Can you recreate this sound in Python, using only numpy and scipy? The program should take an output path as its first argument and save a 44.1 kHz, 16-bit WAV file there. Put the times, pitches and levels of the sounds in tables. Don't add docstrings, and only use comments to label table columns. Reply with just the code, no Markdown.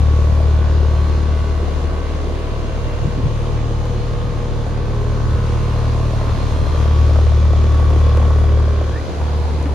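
import sys
import numpy as np
from scipy import signal
from scipy.fft import irfft, next_fast_len
from scipy.io import wavfile

SR = 44100
rng = np.random.default_rng(int(sys.argv[2]) if len(sys.argv) > 2 else 0)


def dump_mix(stems):
    frames = np.atleast_2d(stems).T
    limited = np.clip(frames, -1, 1)
    pcm = np.round(limited * 32767).astype(np.int16)
    wavfile.write(sys.argv[1], SR, pcm)


N = 429534
T = np.arange(N) / SR
SIDES = np.array([[1], [-1]])
BLADE_HZ, COMPRESSOR_HZ = 37.514, 59.035


def undb(db):
    return 10 ** (np.asarray(db) / 20)


def level(x, db):
    return x * undb(db) / np.sqrt(np.mean(x ** 2))


def curves(table):
    times, *columns = np.transpose(table)
    return [np.interp(T, times, column) for column in columns]


def on_log(table, hz):
    freqs, values = np.transpose(table)
    return np.interp(np.log(hz), np.log(freqs), values)


def wander(rate_hz):
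    place = np.arange(0, N / SR * rate_hz + 1, 1 / 8)
    k = place.astype(int)
    blend = (1 - np.cos(np.pi * (place % 1))) / 2
    knots = rng.standard_normal(k[-1] + 2)
    return np.interp(T * rate_hz, place, knots[k] * (1 - blend) + knots[k + 1] * blend)


def swell_envelope(rows, t):
    return np.sqrt(sum(2 * undb(db) ** 2 * np.exp(-((t - s) / half) ** 4) for s, half, db in rows))


def noise(response):
    size = next_fast_len(N)
    gain = response(np.arange(1, size // 2 + 2) * SR / size)
    live = gain > 0
    bins = np.zeros(len(gain), complex)
    bins[live] = gain[live] * (rng.standard_normal(live.sum()) + 1j * rng.standard_normal(live.sum()))
    return irfft(bins, size)[:N]


def bell_noise(centre_hz, octaves, db=0):
    bell = lambda hz: np.exp(-(np.log2(hz / centre_hz) / octaves) ** 2) * (hz < 16 * centre_hz)
    return level(noise(bell), db)


def gliding_noise(glide, width_hz):
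    hz, db = curves(glide)
    flutter = noise(lambda f: np.exp(-(f / width_hz) ** 2) * (f < 1500))
    return undb(db) * level(flutter * np.sin(2 * np.pi * np.cumsum(hz) / SR), 0)


def mains_hum(waver_db=4.0, blur_rad=1.73):
    # pitch_hz, level_db
    partials = [(240, -53), (360, -49.5), (480, -41.5)]
    return np.sqrt(2) * sum(
        undb(db + waver_db * wander(1.6)) * np.sin(2 * np.pi * hz * T + blur_rad * wander(5))
        for hz, db in partials)


def motor_whine(pitch_hz=4133, waver_db=3, drift_rad=.6, pan_db=5):
    # centre_s, half_length_s, level_db
    swells = [(1.1, .8, -58), (4.1, 1.3, -61), (6.0, .4, -57), (6.55, .25, -54), (7.2, .15, -57)]
    envelope = swell_envelope(swells, T) * undb(waver_db * wander(6) + SIDES * pan_db / 2)
    return envelope * np.sin(2 * np.pi * pitch_hz * T + drift_rad * wander(8))


def fin_hiss():
    # time_s, centre_hz, level_db
    glide = [(6.9, 3500, -62), (7.3, 3450, -53), (8.4, 3400, -51.5), (8.95, 3220, -55), (9.1, 3150, -66)]
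    return gliding_noise(glide, width_hz=170)


def rim_ring():
    # time_s, centre_hz, level_db
    glide = [(8.88, 1450, -60.0), (8.94, 1650, -45.0), (8.98, 1880, -39), (9.02, 2050, -58.0)]
    return gliding_noise(glide, width_hz=130)


def grip_tick(t60_s=.012):
    # start_s, level_db
    ticks = [(9.627, -41)]
    edge = bell_noise(7000, octaves=.8)
    return sum((T > s) * undb(db - 60 * np.clip(T - s, 0, None) / t60_s) * edge for s, db in ticks)


def finger_knock():
    # start_s, level_db, pitch_hz, t60_s
    knocks = [(9.657, -15.5, 280, .09)]
    edge = bell_noise(1400, octaves=.82, db=-17)
    out = 0
    for start, db, hz, t60 in knocks:
        age = np.clip(T - start, 0, None)
        out += (age > 0) * undb(db - 60 * age / t60) * (np.sin(2 * np.pi * hz * age) + edge)
    return out


def buffet(width=.31, lumps_db=2.5):
    # centre_s, half_length_s, centre_hz, level_db
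    gusts = [(.7, .2, 68.9, -27), (3.043, 0.026, 90.5, -18.5), (3.07, 0.026, 171, -22.5),
             (3.126, 0.022, 80, -23), (3.188, .02, 200, -27.5), (3.257, 0.034, 100, -18.5),
             (4.25, 0.28, 98, -32), (5.25, 0.37, 70, -25), (6.27, 0.022, 210, -26), (6.326, 0.023, 75, -17),
             (6.62, .025, 75, -18), (6.756, 0.4, 90, -26.5), (8.099, .15, 80, -33)]
    out = 0
    for s, half, hz, db in gusts:
        mid, side = (bell_noise(hz, octaves=.57) for _ in range(2))
        envelope = np.exp(-((T - s) / half) ** 2) * undb(lumps_db * wander(22))
        makeup = np.linalg.norm(envelope) / np.linalg.norm(envelope * mid)
        out += undb(db) * makeup * envelope * (mid + width * SIDES * side)
    return out


def outflow(pressure, width=.25):
    mid, side = (bell_noise(850, octaves=.45, db=-33) for _ in range(2))
    return np.clip(-pressure, 0, 1) * (mid + width * SIDES * side)


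def air_rush(puff_phase, imbalance, near_db, flicker_db=1.0, swell_db=.3):
    # freq_hz, relative_density_db
    mid_spectrum = [(27, -20), (50, 13), (95, 7), (200, 1.5), (400, -0.5), (800, -10.5), (1100, -9),
                    (1400, -14.5), (2200, -18.5), (4200, -22), (5500, -28.5), (6500, -26.5), (8000, -39.5),
                    (9800, -40.5), (11500, -39.5), (12500, -50.5), (14000, -67)]
    # freq_hz, relative_density_db
    side_spectrum = [(27, -35), (50, 0), (95, 14.5), (200, -15), (400, -7), (800, -11), (1100, -10.5),
                     (1400, -13), (2200, -26), (4200, -23.5), (5500, -31.5), (6500, -28.5), (8000, -29.5),
                     (9800, -35), (11500, -92), (12500, -88), (14000, -63)]
    # freq_hz, depth
    chop_depth = [(100, .1), (300, .4), (600, .55), (1100, .25), (2000, .33), (5000, .18), (12000, .1)]
    out, swell = 0, wander(6)
    throb = .98 * imbalance * np.cos(puff_phase) + np.cos(2 * puff_phase)
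    for hz in 25 * 2 ** np.arange(0, 9.6, .5):
        band = lambda f: np.cos(np.pi * np.log2(f / hz)) * (abs(np.log2(f / hz)) < .5)
        mid = noise(lambda f: band(f) * undb(on_log(mid_spectrum, f)))
        side = noise(lambda f: band(f) * undb(on_log(side_spectrum, f)))
        chop = np.sqrt(np.clip(1 + on_log(chop_depth, hz) * throb, 0, None))
        tilt_db = near_db * (.53 * (hz > 7000) - (hz < 600))
        out += undb(tilt_db + swell_db * swell + flicker_db * wander(10)) * chop * (mid + SIDES * side)
    presence = signal.butter(4, [1700, 7000], "band", fs=SR, output="sos")
    return out / np.std(signal.sosfilt(presence, out.mean(axis=0)))


def shell_zones(bearing, pressure, shadow_db=-1.5):
    edges = [330, 980, 2000, 7300]
    # face_on_db, facing_rad, falloff_db_per_rad
    beams = [(-43, -2.5, 1), (-56, -2.0, 2), (-50, -1.5, 2.5)]
    # centre_s, half_length_s, zone_low_hz, boost_db
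    gaps = [(0.83, 0.47, 980, 3), (8.4, 0.49, 980, 4.5), (6.5, 0.79, 2000, 5)]
    shade_db = shadow_db * (1 - np.clip(pressure, 0, 1)) ** 2
    for low, high, (db, facing, falloff) in zip(edges, edges[1:], beams):
        gap_db = sum(boost * np.exp(-((T - s) / half) ** 4) for s, half, hz, boost in gaps if hz == low)
        yield low, high, db - falloff * abs(bearing - facing) + shade_db + gap_db


def compressor(zones, echo_gain=.4, echo_ms=2.998, drift_ms=.48, spread_ms=.06, waver_db=2.5):
    # pitch_hz, bandwidth_hz, relative_db
    modes = [(411, 37, 4), (531, 18, -5), (643, 26, 0.5), (880, 64, -3.5), (1035, 85, 4.5), (1117, 108, 4),
             (1522, 58, -12), (1720, 22, -13.5), (1865, 110, -18.5), (2340, 330, -15), (2820, 220, -16),
             (3400, 530, -19.5), (5140, 560, -19), (6080, 650, -25.5)]
    singing = [7, 9, 11, 17, 18, 19, 20, 21, 22, 25, 26, 27, 31, 33, 35, 40, 47, 48, 51, 55]
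    # centre_s, half_length_s, level_db
    swells = [
        [(2, 0.46, -40.5), (5, 0.52, -39.5), (8.2, 0.64, -39.5)],
        [(.5, 0.61, -42), (2.5, 0.83, -49), (5.2, 0.53, -47), (8.6, 0.85, -43)],
        [(1.6, 1.9, -45), (6.3, 0.42, -43.5)],
        [(1, 1.7, -47), (3, .9, -52), (5.72, 0.82, -43), (6.7, 0.3, -46.5), (8.7, .9, -51)],
        [(.5, 0.64, -46.5), (2.2, 0.57, -48.5), (3.8, 1, -46.5), (5.75, 0.79, -41), (7.4, 0.33, -47),
         (8.3, 0.49, -39.5)],
        [(1, 1.5, -43), (3.7, 1.8, -47.5), (5.8, 0.74, -48.5), (7.8, 1.1, -40)],
        [(.9, .6, -51), (4.2, 0.72, -54), (6.35, 0.8, -46), (8.1, 0.69, -44)],
        [(1.6, 0.86, -53), (4.1, 0.52, -50), (6, .8, -50), (8, .6, -52)],
        [(5.2, .3, -51), (8, 0.89, -49.5)],
        [(.8, 0.9, -49), (5.4, 0.44, -51), (7.4, 0.88, -52), (8.6, .7, -51)],
        [(1.3, 1, -52), (2.75, 0.38, -49.5), (4.9, .4, -52), (8.7, 0.47, -56)],
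        [(1, 0.46, -55), (8.5, 0.65, -53)],
        [(8, 1, -57.5)],
        [(.9, .7, -56), (7.9, .6, -54)],
        [(2.2, .9, -56.5)],
        [(.4, .5, -56), (2.7, 0.86, -56.5), (8.2, 0.92, -54.5)],
        [(2.7, .4, -52.5), (5.9, .5, -55)],
        [(1.8, 1.5, -56)],
        [(3.7, .7, -54)],
        [(6.8, .3, -53)],
    ]
    hz = COMPRESSOR_HZ * np.arange(1025)
    shell = sum((-1) ** k * undb(db) / (1 + 2j * (hz - pitch) / bandwidth)
                for k, (pitch, bandwidth, db) in enumerate(modes))
    smear_rad, uneven_db = 1.15, 2.8
    shell *= np.exp(1j * smear_rad * rng.standard_normal(len(hz)))
    shell *= undb(uneven_db * (hz > 2000) * rng.standard_normal(len(hz)))
    phases = np.angle(shell[singing])
    shell[singing] = 0
    coarse_t = T[::64]
    envelopes = [swell_envelope(rows, coarse_t) * undb(waver_db * wander(5)[::64]) for rows in swells]
    turns = COMPRESSOR_HZ * T + .0018 * wander(2.42)
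    late_ms = echo_ms + drift_ms * wander(.494)
    out = np.zeros((2, N))
    for channel in out:
        delays_ms = spread_ms * wander(.42), late_ms + spread_ms * wander(.633)
        direct, echo = ((turns - COMPRESSOR_HZ * ms / 1000) % 1 for ms in delays_ms)
        for low, high, db in zones:
            stroke = level(irfft(shell * (hz > low) * (hz < high)), 0)
            grid = np.arange(len(stroke)) / len(stroke)
            for gain, place in (1, direct), (echo_gain, echo):
                channel += gain * undb(db) * np.interp(place, grid, stroke, period=1)
        for k, phase, envelope in zip(singing, phases, envelopes):
            channel += np.interp(T, coarse_t, envelope) * np.cos(2 * np.pi * k * direct + phase)
    return out


def blade_eddies(puff_phase, imbalance, scatter_db=2.4, imbalance_db=9.5, width=.21, pan_db=-5.5):
    count = puff_phase / np.pi + 2.45
    index = count.astype(int)
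    size_db = scatter_db * rng.standard_normal(index[-1] + 1)[index]
    size_db += imbalance_db * imbalance * (-1.) ** index
    puffs = undb(size_db) * np.sin(np.pi * (count % 1) ** .65) ** 2.6
    swirls = (np.tanh(bell_noise(480, octaves=.87)) for _ in range(2))
    mid, side = (level(puffs * swirl, 0) for swirl in swirls)
    soften = signal.butter(4, [230, 760], "band", fs=SR, output="sos")
    return undb(SIDES * pan_db / 2) * signal.sosfilt(soften, mid + width * SIDES * side)


def grille_slaps(eddy_db, accent_db=10, pitch_range_hz=(330, 620), t60_s=.04, width=.2):
    starts = [.848, 3.855, 4.665, 4.934, 5.174, 5.786, 6.212, 6.293, 7.158, 7.185, 7.212, 7.452, 7.531,
              7.745, 7.797, 7.904, 8.172, 8.224, 8.305, 8.438, 8.489, 8.598, 9.214]
    mid, side = (bell_noise(700, octaves=.97, db=-5) for _ in range(2))
    out = 0
    for start, hz in zip(starts, rng.uniform(*pitch_range_hz, len(starts))):
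        age = np.clip(T - start, 0, None)
        suction = -np.sin(2 * np.pi * hz * age)
        out += (age > 0) * undb(-60 * age / t60_s) * (suction + mid + width * SIDES * side)
    return undb(eddy_db + accent_db) * out


def strut_overtones(blade_phase, waver_db=3):
    out = 0
    for k in range(7, 17):
        db = -47.25 - .5 * (k - 7) + waver_db * wander(4)
        out += undb(db) * np.cos(k * blade_phase + 2 * wander(3))
    return np.sqrt(2) * out


def fan_drone(blade_phase, bearing, strength_db, pressure, waver_db=.2, spacing_rad=.15, pan_db=2.0):
    # turning_db, casing_echo_db, quiet_bearing_rad
    harmonics = [(-22, -42, -1.94), (-15.6, -20.1, -3.46), (-25.2, -27.8, -2.78), (-38.7, -32.0, -3.08),
                 (-40, -58, -2.88), (-42, -48, -2.95)]
    port_bearing = bearing + SIDES * spacing_rad / 2
    thinning_db = -5.5 * np.clip(-2 * pressure, 0, 1)
    out = 0
    for k, (turning_db, echo_db, quiet_bearing) in enumerate(harmonics, 1):
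        lag_rad = 1.8 * (k > 1) - 1.3 * max(k - 3, 0)
        phase = k * blade_phase - lag_rad + SIDES * .011
        turning = undb(turning_db) * np.cos(phase + k * port_bearing)
        echo = undb(echo_db) * np.cos(phase + k * quiet_bearing)
        gain_db = strength_db * (.36 if k == 1 else 1) + thinning_db * (k % 2) + waver_db * wander(11)
        out += undb(gain_db) * (turning - echo)
    pan = undb(SIDES * pan_db / 2 * np.clip(pressure, 0, 1))
    return np.sqrt(2) * pressure * pan * out


def scene():
    # time_s, bearing_rad, drone_gain_db
    path = [(0, -2.13, 0), (.9, -2.26, -1.6), (1.6, -2.56, -4.2), (2.1, -3.0, -5.2), (2.7, -3.29, -5.1),
            (3.6, -3.47, -.2), (4.5, -3.52, -4.0), (5.1, -3.55, .5), (5.9, -3.71, .8), (6.4, -3.4, .4),
            (6.62, -3.12, -.5), (6.8, -2.34, -1.5), (7.3, -1.35, 1.3), (8.0, -1.24, 2.0), (8.7, -1.33, .1),
            (9.2, -2.2, 0), (9.74, -2.2, -1.5)]
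    # time_s, blade_pressure_factor
    lift = [(8.62, 1.0), (9.06, 0.16), (9.24, -0.55)]
    # time_s, rush_gain_db, eddy_gain_db
    airflow = [(0, -42.5, -30), (.9, -43, -33), (1.6, -43, -31.5), (2.5, -43, -33), (3.9, -43.5, -33.5),
               (4.8, -43.5, -33), (5.5, -41.5, -31), (6.8, -40.5, -29), (7.05, -41.5, -28.5),
               (7.6, -42.5, -32.5), (8.2, -41.5, -28.5), (8.75, -43.5, -32), (9.2, -42, -32),
               (9.74, -43.5, -32.5)]
    puff_balance = [(-1.5, -0.31), (-2.5, -0.41), (-1.75, 1)]
    bearing, strength_db = curves(path)
    pressure, = curves(lift)
    rush_db, eddy_db = curves(airflow)
    imbalance = np.interp(bearing, *np.transpose(puff_balance)) * np.sign(pressure)
    blade_phase = 2 * np.pi * BLADE_HZ * T
    puff_phase = blade_phase + 1.9
    rush = undb(rush_db) * air_rush(puff_phase, imbalance, near_db=rush_db - np.mean(rush_db))
    lopsided_db = -5.5 * abs(imbalance)
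    eddies = undb(eddy_db + lopsided_db) * blade_eddies(puff_phase, imbalance)
    motors = compressor(list(shell_zones(bearing, pressure))) + mains_hum() + motor_whine()
    drone = fan_drone(blade_phase, bearing, strength_db, pressure)
    fan = drone + outflow(pressure) + strut_overtones(blade_phase)
    close_air = buffet() + rim_ring() + fin_hiss() + grille_slaps(eddy_db)
    return rush + eddies + motors + fan + close_air + finger_knock() + grip_tick()


def record(dry, low_cut_hz=29, high_cut_hz=12700):
    low_cut = signal.butter(4, low_cut_hz, "high", fs=SR, output="sos")
    high_cut = signal.ellip(8, .2, 70, high_cut_hz, fs=SR, output="sos")
    return signal.sosfilt(high_cut, signal.sosfiltfilt(low_cut, dry))


dry = scene()
out = record(dry)
dump_mix(out)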